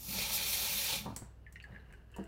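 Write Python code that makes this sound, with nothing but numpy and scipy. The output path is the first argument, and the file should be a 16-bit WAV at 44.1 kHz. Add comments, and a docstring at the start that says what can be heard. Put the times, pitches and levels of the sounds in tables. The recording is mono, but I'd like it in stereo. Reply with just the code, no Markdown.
"""A kitchen tap runs into a steel sink: filtered drop impacts over noise boom, drum, splash and spray, ringing the steel.
The tap is shut with a shudder of decaying pipe modes, then a metal click of noise bursts.
The last water trickles as random drops and gulps in the drain as short falling tones with noise pops.
Something bumps the basin, sounding its modes. Two low hum tones, soft rumbles and room noise lie
underneath; noise tails give the knocks, ticks, gulps and bump a small tiled room."""
import sys
import numpy as np
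from scipy import signal
from scipy.fft import rfft, irfft, next_fast_len
from scipy.io import wavfile
from scipy.ndimage import uniform_filter1d, map_coordinates

SR = 44100
rng = np.random.default_rng(int(sys.argv[2]) if len(sys.argv) > 2 else 0)


def waveform_to_disk(signal):
    """Save audio, clipped to [-1, 1], as 16-bit WAV at the path in sys.argv[1]."""
    frames = np.transpose(np.atleast_2d(signal))
    scaled = np.clip(frames, -1, 1) * 32767
    samples = np.round(scaled).astype(np.int16)
    wavfile.write(sys.argv[1], SR, samples)


N = 100503

# left-right likeness of falling water: freq_hz, correlation (-1 to 1)
WATER_ALIKE = [(100, 1), (250, 0.98), (600, 0.57), (1500, 0.06), (5000, 0.18), (15000, 0)]


def amp(db):
    """Decibels to amplitude gain."""
    return 10 ** (np.asarray(db) / 20)


def unit(x):
    """Scaled to rms 1."""
    return x / np.sqrt(np.mean(x ** 2) + 1e-20)


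def along(points, hz):
    """(Hz, value) points interpolated on a log frequency axis."""
    f, v = np.transpose(points)
    return np.interp(np.log(hz + 1), np.log(f + 1), v)


def curves(rows):
    """One value per sample for each column after the time."""
    s, *cols = np.transpose(rows)
    return [np.interp(np.arange(N) / SR, s, c) for c in cols]


def wobble(knots_per_s):
    """A smooth random curve through normally distributed knots."""
    knots = rng.standard_normal(int(N * knots_per_s / SR) + 4)
    return map_coordinates(knots, [np.arange(N) * knots_per_s / SR])


def filtered(x, response):
    """x through a frequency response, by FFT with padding."""
    n = x.shape[-1]
    m = next_fast_len(n + 8192)
    return irfft(rfft(x, m) * response(np.fft.rfftfreq(m, 1 / SR)), m)[..., :n]


def panned(left_minus_right_db):
    """Left and right gains for a level difference."""
    return amp(np.array([[.5], [-.5]]) * left_minus_right_db)


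def add(out, start_s, x):
    """Mix x into out from start_s."""
    part = out[:, round(start_s * SR):][:, :x.shape[-1]]
    part += x[..., :part.shape[-1]]


def noise_burst(t, response):
    """Stereo filtered noise at rms 1, as long as t."""
    return unit(filtered(rng.standard_normal((2, len(t))), response))


def stereo(pair, colour, alike):
    """Two unrelated signals made into a coloured, partly alike pair at rms 1."""
    def mid_side(hz):
        turn = np.arccos(np.clip(along(alike, hz), -1, 1)) / 2
        return amp(along(colour, hz)) * [np.cos(turn), np.sin(turn)]

    mid, side = filtered(pair, mid_side)
    return unit(np.array([mid + side, mid - side]))


def drop_sizes(drops_per_s, spread_db):
    """Drops at random instants; exponential dB spread makes a few much larger."""
    hit = rng.random((2, N)) < drops_per_s / SR
    return hit * amp(spread_db * np.minimum(rng.exponential(size=(2, N)), 4))


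def patter(colour, wash_db, patchy_db):
    """Drop impacts over a noise wash, shifting in colour, echoing in the basin and ringing the steel."""
    # steel resonance centres: freq_hz
    steel_hz = [559, 2441, 3231, 3561, 4061, 4467, 10203, 11038, 12714, 14673, 15339]
    # steel resonances, in the same order: width_hz, peak_db re direct sound
    steel_modes = [(14.12, 6.5), (26, -3), (22.1, 5.5), (25, 0.5), (30.2, -1.5), (20, 6), (22, 0),
                   (26, 11.5), (90, -6.5), (32, 10), (70.6, 2)]
    # stereo balance: freq_hz, left_minus_right_db
    balance = [(110, -3), (200, -3), (380, -7), (700, -3.5), (1290, 0), (2380, -3), (4400, 0.4), (8120, 4),
               (15000, 1.5)]
    bowl_db, bowl_t60_s = -3, .12

    impacts = drop_sizes(drops_per_s=2700, spread_db=1.5) * np.sign(rng.standard_normal((2, N)))
    water = unit(impacts) + amp(wash_db) * rng.standard_normal((2, N))

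    # smooth random gains over frequency and time
    z = signal.stft(water, nperseg=512)[2]
    field = uniform_filter1d(rng.standard_normal(z.shape[1:]), size=7, axis=0)
    field = uniform_filter1d(field, size=10, axis=1)
    water = signal.istft(z * amp(patchy_db * unit(field)), nperseg=512)[1][:, :N]
    pair = stereo(water, colour, WATER_ALIKE)

    t = np.arange(SR // 8) / SR
    echoes = rng.standard_normal((2, len(t))) * amp(-60 * t / bowl_t60_s)
    echoes = filtered(echoes / np.linalg.norm(echoes[0]), lambda f: f / np.hypot(f, 600))
    pair = pair + amp(bowl_db) * signal.fftconvolve(pair, echoes, axes=1)[:, :N]

    def steel(f):
        gain = 1
        for centre, (width, db) in zip(steel_hz, steel_modes):
            gain = gain + amp(db) * 1j * f * width / (centre * centre - f * f + 1j * f * width)
        return gain

    return unit(filtered(pair, lambda f: steel(f) * panned(along(balance, f))))


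def jet(fade_db_per_s=120, flutter_db=0.8):
    """The stream booms, drums, splashes and sprays; each layer fades steadily after its last level."""
    # jet on the basin floor, before trims: time_s, boom_db, drum_db
    drumming = [(0.0, -61.5, -72.5), (0.104, -48.5, -60.5), (0.178, -52, -49.5), (0.544, -60, -52.5),
                (0.636, -57, -48.5), (0.692, -59, -53.5), (0.756, -53, -52), (0.83, -61, -53.5),
                (0.914, -58, -50), (0.934, -45, -47), (1.004, -58.5, -58), (1.04, -51.5, -59)]
    # splashing water, before trim: time_s, level_db
    splash_level = [(0, -60.5), (.06, -57), (.12, -44.5), (.19, -38), (.3, -40.5), (.41, -39), (.5, -38.5),
                    (.58, -38.5), (.7, -39), (.83, -38), (.94, -36), (.975, -39), (1.035, -53),
                    (1.13, -67.5)]
    # fine spray, before trim: time_s, level_db
    spray_level = [(0, -50), (.06, -45), (.15, -40.5), (.31, -41.5), (.34, -33.5), (.365, -33.5),
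                   (.39, -41), (.44, -39), (.51, -34), (.58, -36.5), (.7, -38), (.84, -36.5), (.95, -42),
                   (.99, -45), (1.04, -60.5), (1.13, -90)]
    # low boom spectrum: freq_hz, level_db (per Hz)
    boom_colour = [(60, -41), (110, -1), (160, -2), (200, 6), (250, -9.5), (310, -9.5), (380, -23),
                   (600, -31.5)]
    # drumming spectrum: freq_hz, level_db (per Hz)
    drum_colour = [(200, -31), (330, -11), (420, -8), (550, -6), (660, -13), (850, -2.5), (1050, -10),
                   (1300, -8.5), (2200, -45.5), (4000, -53)]
    # splash spectrum: freq_hz, level_db
    splash_colour = [(900, -58.5), (1500, -6), (2000, -2.5), (2550, 4.5), (2950, -1), (3300, 2), (4100, 5),
                     (4700, 0), (5700, -1), (7500, -6.5), (10000, -10.5), (15000, -37)]
    # spray spectrum: freq_hz, level_db
    spray_colour = [(2500, -51), (5000, -2.5), (6600, -1.5), (7900, -8), (9500, -1), (10500, -4.5),
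                    (11600, 0.5), (12600, 0.5), (13300, 0), (14200, -3.5), (15000, 1), (16000, -7.5)]
    boom_trim_db, drum_trim_db, splash_trim_db, spray_trim_db = 1.5, 1.5, 2.5, 2.5
    t = np.arange(N) / SR

    def level(rows):
        return curves(rows) - fade_db_per_s * np.maximum(t - rows[-1][0], 0)

    boom_db, drum_db = level(drumming)
    drum_db = drum_db + 1.1 * wobble(48.86)
    boom = amp(boom_db + boom_trim_db) * patter(boom_colour, wash_db=1.5, patchy_db=-0.5)
    drum = amp(drum_db + drum_trim_db) * patter(drum_colour, wash_db=0, patchy_db=1.0)
    splash = amp(level(splash_level) + splash_trim_db) * patter(splash_colour, wash_db=-0.5, patchy_db=1.0)
    spray = amp(level(spray_level) + spray_trim_db) * patter(spray_colour, wash_db=3, patchy_db=1.5)
    return (boom + drum + splash + spray) * amp(flutter_db * wobble(100))


def struck(blows, modes, attack_s, scuff_db, scuff_t60_s, spread_rad, pan_db):
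    """Blows ring decaying modes, each with a dull noise scuff; higher modes differ more in phase left to right."""
    out, t = np.zeros((2, N)), np.arange(SR // 2) / SR
    top_hz, tilt_hz = modes[-1][0], modes[1][0]
    for start_s, level_db, bright_db_per_oct in blows:
        ring = 0
        for hz, mode_db, t60_s in modes:
            phase = spread_rad * hz / top_hz * rng.standard_normal((2, 1)) + rng.uniform(0, 2 * np.pi)
            tilt_db = bright_db_per_oct * np.log2(hz / tilt_hz)
            envelope = amp(mode_db + tilt_db - 60 * t / t60_s)
            ring = ring + envelope * np.sin(2 * np.pi * hz * t + phase)
        scuff = noise_burst(t, lambda f: 1 / (1 + (f / 1100) ** 3))
        blow = ring + amp(scuff_db - 60 * t / scuff_t60_s) * scuff
        add(out, start_s, amp(level_db) * blow * (1 - np.exp(-t / attack_s)))
    return out * panned(pan_db)


def shudder():
    """The closing valve knocks the tap and its pipe into ringing."""
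    # knocks, before mode levels: start_s, level_db, brightness_db_per_octave
    knocks = [(1.0575, -40.5, 1.5), (1.0605, -35, -3.5), (1.066, -43.5, 5), (1.077, -39.5, 1.5),
              (1.086, -39, -14.5), (1.103, -39.5, -1), (1.124, -41, -2.5), (1.165, -42.5, -1),
              (1.22, -40, -9.5)]
    # tap and pipe modes, before brightness: freq_hz, level_db, t60_s
    pipe = [(105.7, -9, 0.11), (184, -4.5, 0.05), (253, -5.5, 0.077), (301, -6, 0.059), (478, -10.5, 0.079),
            (647, -14, 0.069), (773, -8.5, 0.031), (906, -3.5, 0.022), (995, -7, 0.057), (1220, -21, .04)]
    return struck(knocks, pipe, attack_s=0.00033, scuff_db=-6.5, scuff_t60_s=0.05,
                  spread_rad=.7, pan_db=-3.5)


def ticks():
    """Tap metal and drops on steel: a bright noise crack with a thin, narrow-band ring."""
    # sharp ticks, before trim: start_s, level_db, pan_db (left minus right), ring_db (over crack)
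    tick_events = [(1.163, -26, 0.5, -19), (1.5247, -46, -2, -33), (1.527, -53, -1, -33),
                   (1.626, -56, -2, -30), (1.641, -60, -0.5, -35), (1.9255, -55, 0, -37),
                   (1.937, -66, -3, -35), (2.1165, -58, -3.5, -35), (2.164, -43, -2, -42),
                   (2.2395, -51.5, -2, -39)]
    # crack spectrum: freq_hz, level_db
    crack_colour = [(500, -23.5), (1500, -6.5), (3500, -12.5), (4600, -5), (6000, -4), (7800, 4),
                    (9500, -0.5), (13000, -7), (16000, -4.5)]
    trim_db, crack_t60_s = -4.5, .024
    ring_hz, ring_width_hz, ring_t60_s = 7900, 450, .22
    out, t = np.zeros((2, N)), np.arange(SR // 3) / SR
    for start_s, level_db, pan_db, ring_db in tick_events:
        crack = noise_burst(t, lambda f: amp(along(crack_colour, f)))
        ring = noise_burst(t, lambda f: 1 / (1 + ((f - ring_hz) / ring_width_hz) ** 2))
        tick = crack * amp(-60 * t / crack_t60_s) + ring * amp(ring_db - 60 * t / ring_t60_s)
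        add(out, start_s, amp(level_db + trim_db) * panned(pan_db) * tick)
    return out


def gulps():
    """Each bubble pops and sounds a short tone that drops onto its pitch as the air pocket opens."""
    # drain bubbles, before trim: start_s, level_db, settled_pitch_hz, t60_s,
    # pan_db (left minus right), pop_db (over tone)
    bubbles = [(1.465, -44.5, 1747, 0.066, -4, -12.5), (1.5575, -40, 1840, 0.056, -2.5, 0),
               (1.6008, -39.5, 2320, 0.013, 0, -1.5), (1.640, -40, 1647, 0.058, 0, -2),
               (1.7221, -53, 1780, 0.06, -4, -9), (1.748, -43, 1630, 0.044, 1.5, -6),
               (1.7616, -41, 1606, 0.055, 1, -11), (1.7997, -51, 1530, 0.032, -3, -2),
               (1.903, -53, 1880, 0.015, -3, -7), (1.9255, -50, 1940, 0.019, -3, -10),
               (1.937, -48.5, 1530, 0.047, 5.5, -1)]
    # pop spectrum: freq_hz, level_db
    pop_colour = [(900, -54.5), (1500, -2.5), (1950, 0), (2400, -8), (2900, 0.5), (3150, -27),
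                  (3400, -15.5), (6000, -25), (16000, -50)]
    trim_db, pop_t60_s, attack_s = -2, .014, .0005
    bend, bend_s = .33, .0017  # starting excess as a fraction of pitch, and its time constant
    out, t = np.zeros((2, N)), np.arange(SR // 6) / SR
    for start_s, level_db, hz, t60_s, pan_db, pop_db in bubbles:
        phase = 2 * np.pi * np.cumsum(hz * (1 + bend * np.exp(-t / bend_s))) / SR
        tone = amp(-60 * t / t60_s) * np.sin(phase)
        pop = amp(pop_db - 60 * t / pop_t60_s) * noise_burst(t, lambda f: amp(along(pop_colour, f)))
        attack = 1 - np.exp(-t / attack_s)
        add(out, start_s, panned(pan_db) * amp(level_db + trim_db) * attack * (tone + pop))
    return out


def squirts():
    """Air squirts breathily through the drain: short bursts of narrow-band noise."""
    # squirts: start_s, level_db, pitch_hz
    squirt_events = [(1.623, -53, 4480), (1.7182, -58.5, 3880), (1.795, -62, 4090), (2.14, -44, 2850)]
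    width_hz, t60_s, attack_s = 210, .035, .002
    out, t = np.zeros((2, N)), np.arange(SR // 6) / SR
    for start_s, level_db, hz in squirt_events:
        air = noise_burst(t, lambda f: 1 / (1 + ((f - hz) / width_hz) ** 4))
        add(out, start_s, amp(level_db - 60 * t / t60_s) * (1 - np.exp(-t / attack_s)) * air)
    return out


def trickle():
    """Tiny random drops coloured by the hollow of the drain."""
    # last water running down: time_s, level_db
    trickle_level = [(1.4, -77.5), (1.6, -74), (1.76, -62.5), (1.85, -68), (1.94, -61.5), (2.08, -75.5),
                     (2.17, -56), (2.27, -60)]
    # drain spectrum: freq_hz, level_db (per Hz)
    trickle_colour = [(250, -9), (420, 8), (650, -11), (850, -5), (1250, -10), (1640, 7.5), (1950, -2),
                      (2400, -16.5), (2850, 2.5), (3300, -20), (4300, -16), (6500, -25.5), (9500, -27.5),
                      (16000, -28.5)]
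    drops = drop_sizes(drops_per_s=3000, spread_db=2.5) * rng.standard_normal((2, N))
    return amp(curves(trickle_level)[0]) * stereo(drops, trickle_colour, WATER_ALIKE)


def bump():
    """Something bumps the basin and rings its low modes."""
    # bumps, before mode levels: start_s, level_db, brightness_db_per_octave
    bumps = [(2.163, -58.5, 15), (2.184, -31.5, 2.5), (2.209, -38.5, 0)]
    # basin modes, before brightness: freq_hz, level_db, t60_s
    basin = [(199.5, 1, 0.1), (224, -8.5, 0.11), (329.4, -9.5, 0.26), (384, -6, 0.061), (453, -9, 0.084),
             (542, -19, 0.13), (671, -21, 0.28), (940, -18, 0.048), (1136, -30, 0.031)]
    return struck(bumps, basin, attack_s=0.001, scuff_db=-11.5, scuff_t60_s=0.045,
                  spread_rad=0.81, pan_db=-2.5)


def kitchen(x, walls_db, room_db, walls_t60_s=0.087, gap_s=.004):
    """Adds dense quick reflections from basin and tiles, and the room's tail, both as decaying noise."""
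    # tail decay: freq_hz, t60_s
    room_t60 = [(150, 0.48), (1000, 0.46), (4000, 0.38), (14000, 0.21)]
    hz, t, z = signal.stft(rng.standard_normal((2, SR // 2)), SR, nperseg=256)
    decay = amp(-60 * t / along(room_t60, hz)[:, None])
    tail = signal.istft(z * decay, SR, nperseg=256)[1]
    t = np.arange(tail.shape[1]) / SR
    walls = rng.standard_normal(tail.shape) * amp(-60 * t / walls_t60_s)
    answer = amp(room_db) * tail / np.linalg.norm(tail[0])
    answer = answer + amp(walls_db) * walls / np.linalg.norm(walls[0])
    # delay by gap_s and thin the bass
    answer = filtered(answer, lambda f: np.exp(-2j * np.pi * f * gap_s) * f / np.hypot(f, 350))
    return x + signal.fftconvolve(x, answer, axes=1)[:, :N]


def background():
    """Room noise, hum tones unsteady in level and phase, and low noise swelling into soft rumbles."""
    # hum tones, before sway: freq_hz, level_db (rms)
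    hum_tones = [(61.5, -57), (101, -64)]
    # soft rumbles: centre_s, length_s (Gaussian, centre to 1/e), level_db
    rumbles = [(1.215, 0.11, -57), (1.723, 0.064, -54), (1.892, 0.11, -61.5)]
    # rumble spectrum: freq_hz, level_db (per Hz)
    rumble_colour = [(40, -35), (100, 3.5), (190, -3.5), (300, -14), (800, -16.5), (1800, -20.5),
                     (5000, -47.5)]
    # room noise spectrum: freq_hz, level_db (per Hz)
    floor_colour = [(15, -45), (28, -25), (40, 3.5), (62, -4), (78, -9.5), (130, -7.5), (200, -13),
                    (260, -19.5), (734, -25), (1300, -29), (1800, -37), (2800, -36.5), (3600, -42),
                    (8000, -49.5), (12900, -47.5), (16000, -55)]
    # left-right likeness: freq_hz, correlation (-1 to 1)
    floor_alike = [(60, 0.97), (200, .9), (600, 0.48), (2000, 0.067), (10000, .1)]
    floor_db = -59
    sway_db, sway_rad, sway_per_s = 1.2, .25, 6
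    t = np.arange(N) / SR
    hum = 0
    for hz, level_db in hum_tones:
        level = amp(level_db + sway_db * wobble(sway_per_s)) * np.sqrt(2)
        hum = hum + level * np.sin(2 * np.pi * hz * t + sway_rad * wobble(sway_per_s))
    swell = sum(amp(db) * np.exp(-((t - s) / length_s) ** 2) for s, length_s, db in rumbles)
    rumble = swell * stereo(rng.standard_normal((2, N)), rumble_colour, floor_alike)
    room_noise = amp(floor_db) * stereo(rng.standard_normal((2, N)), floor_colour, floor_alike)
    return hum + rumble + room_noise


def scene():
    """Running water, the closing tap, the drain and the bump, over the background."""
    hits = kitchen(shudder() + bump(), walls_db=-7, room_db=-7.5)
    hits = hits + kitchen(ticks(), walls_db=-7, room_db=-6)
    drain = kitchen(gulps() + squirts(), walls_db=-3.5, room_db=-7.5)
    return jet() + hits + drain + trickle() + background()


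def record(dry):
    """A very steep low-pass, 3 dB down at the band limit."""
    top_hz = 15830
    return filtered(dry, lambda hz: 1 / np.sqrt(1 + (hz / top_hz) ** 400))


dry = scene()
out = record(dry)
waveform_to_disk(out)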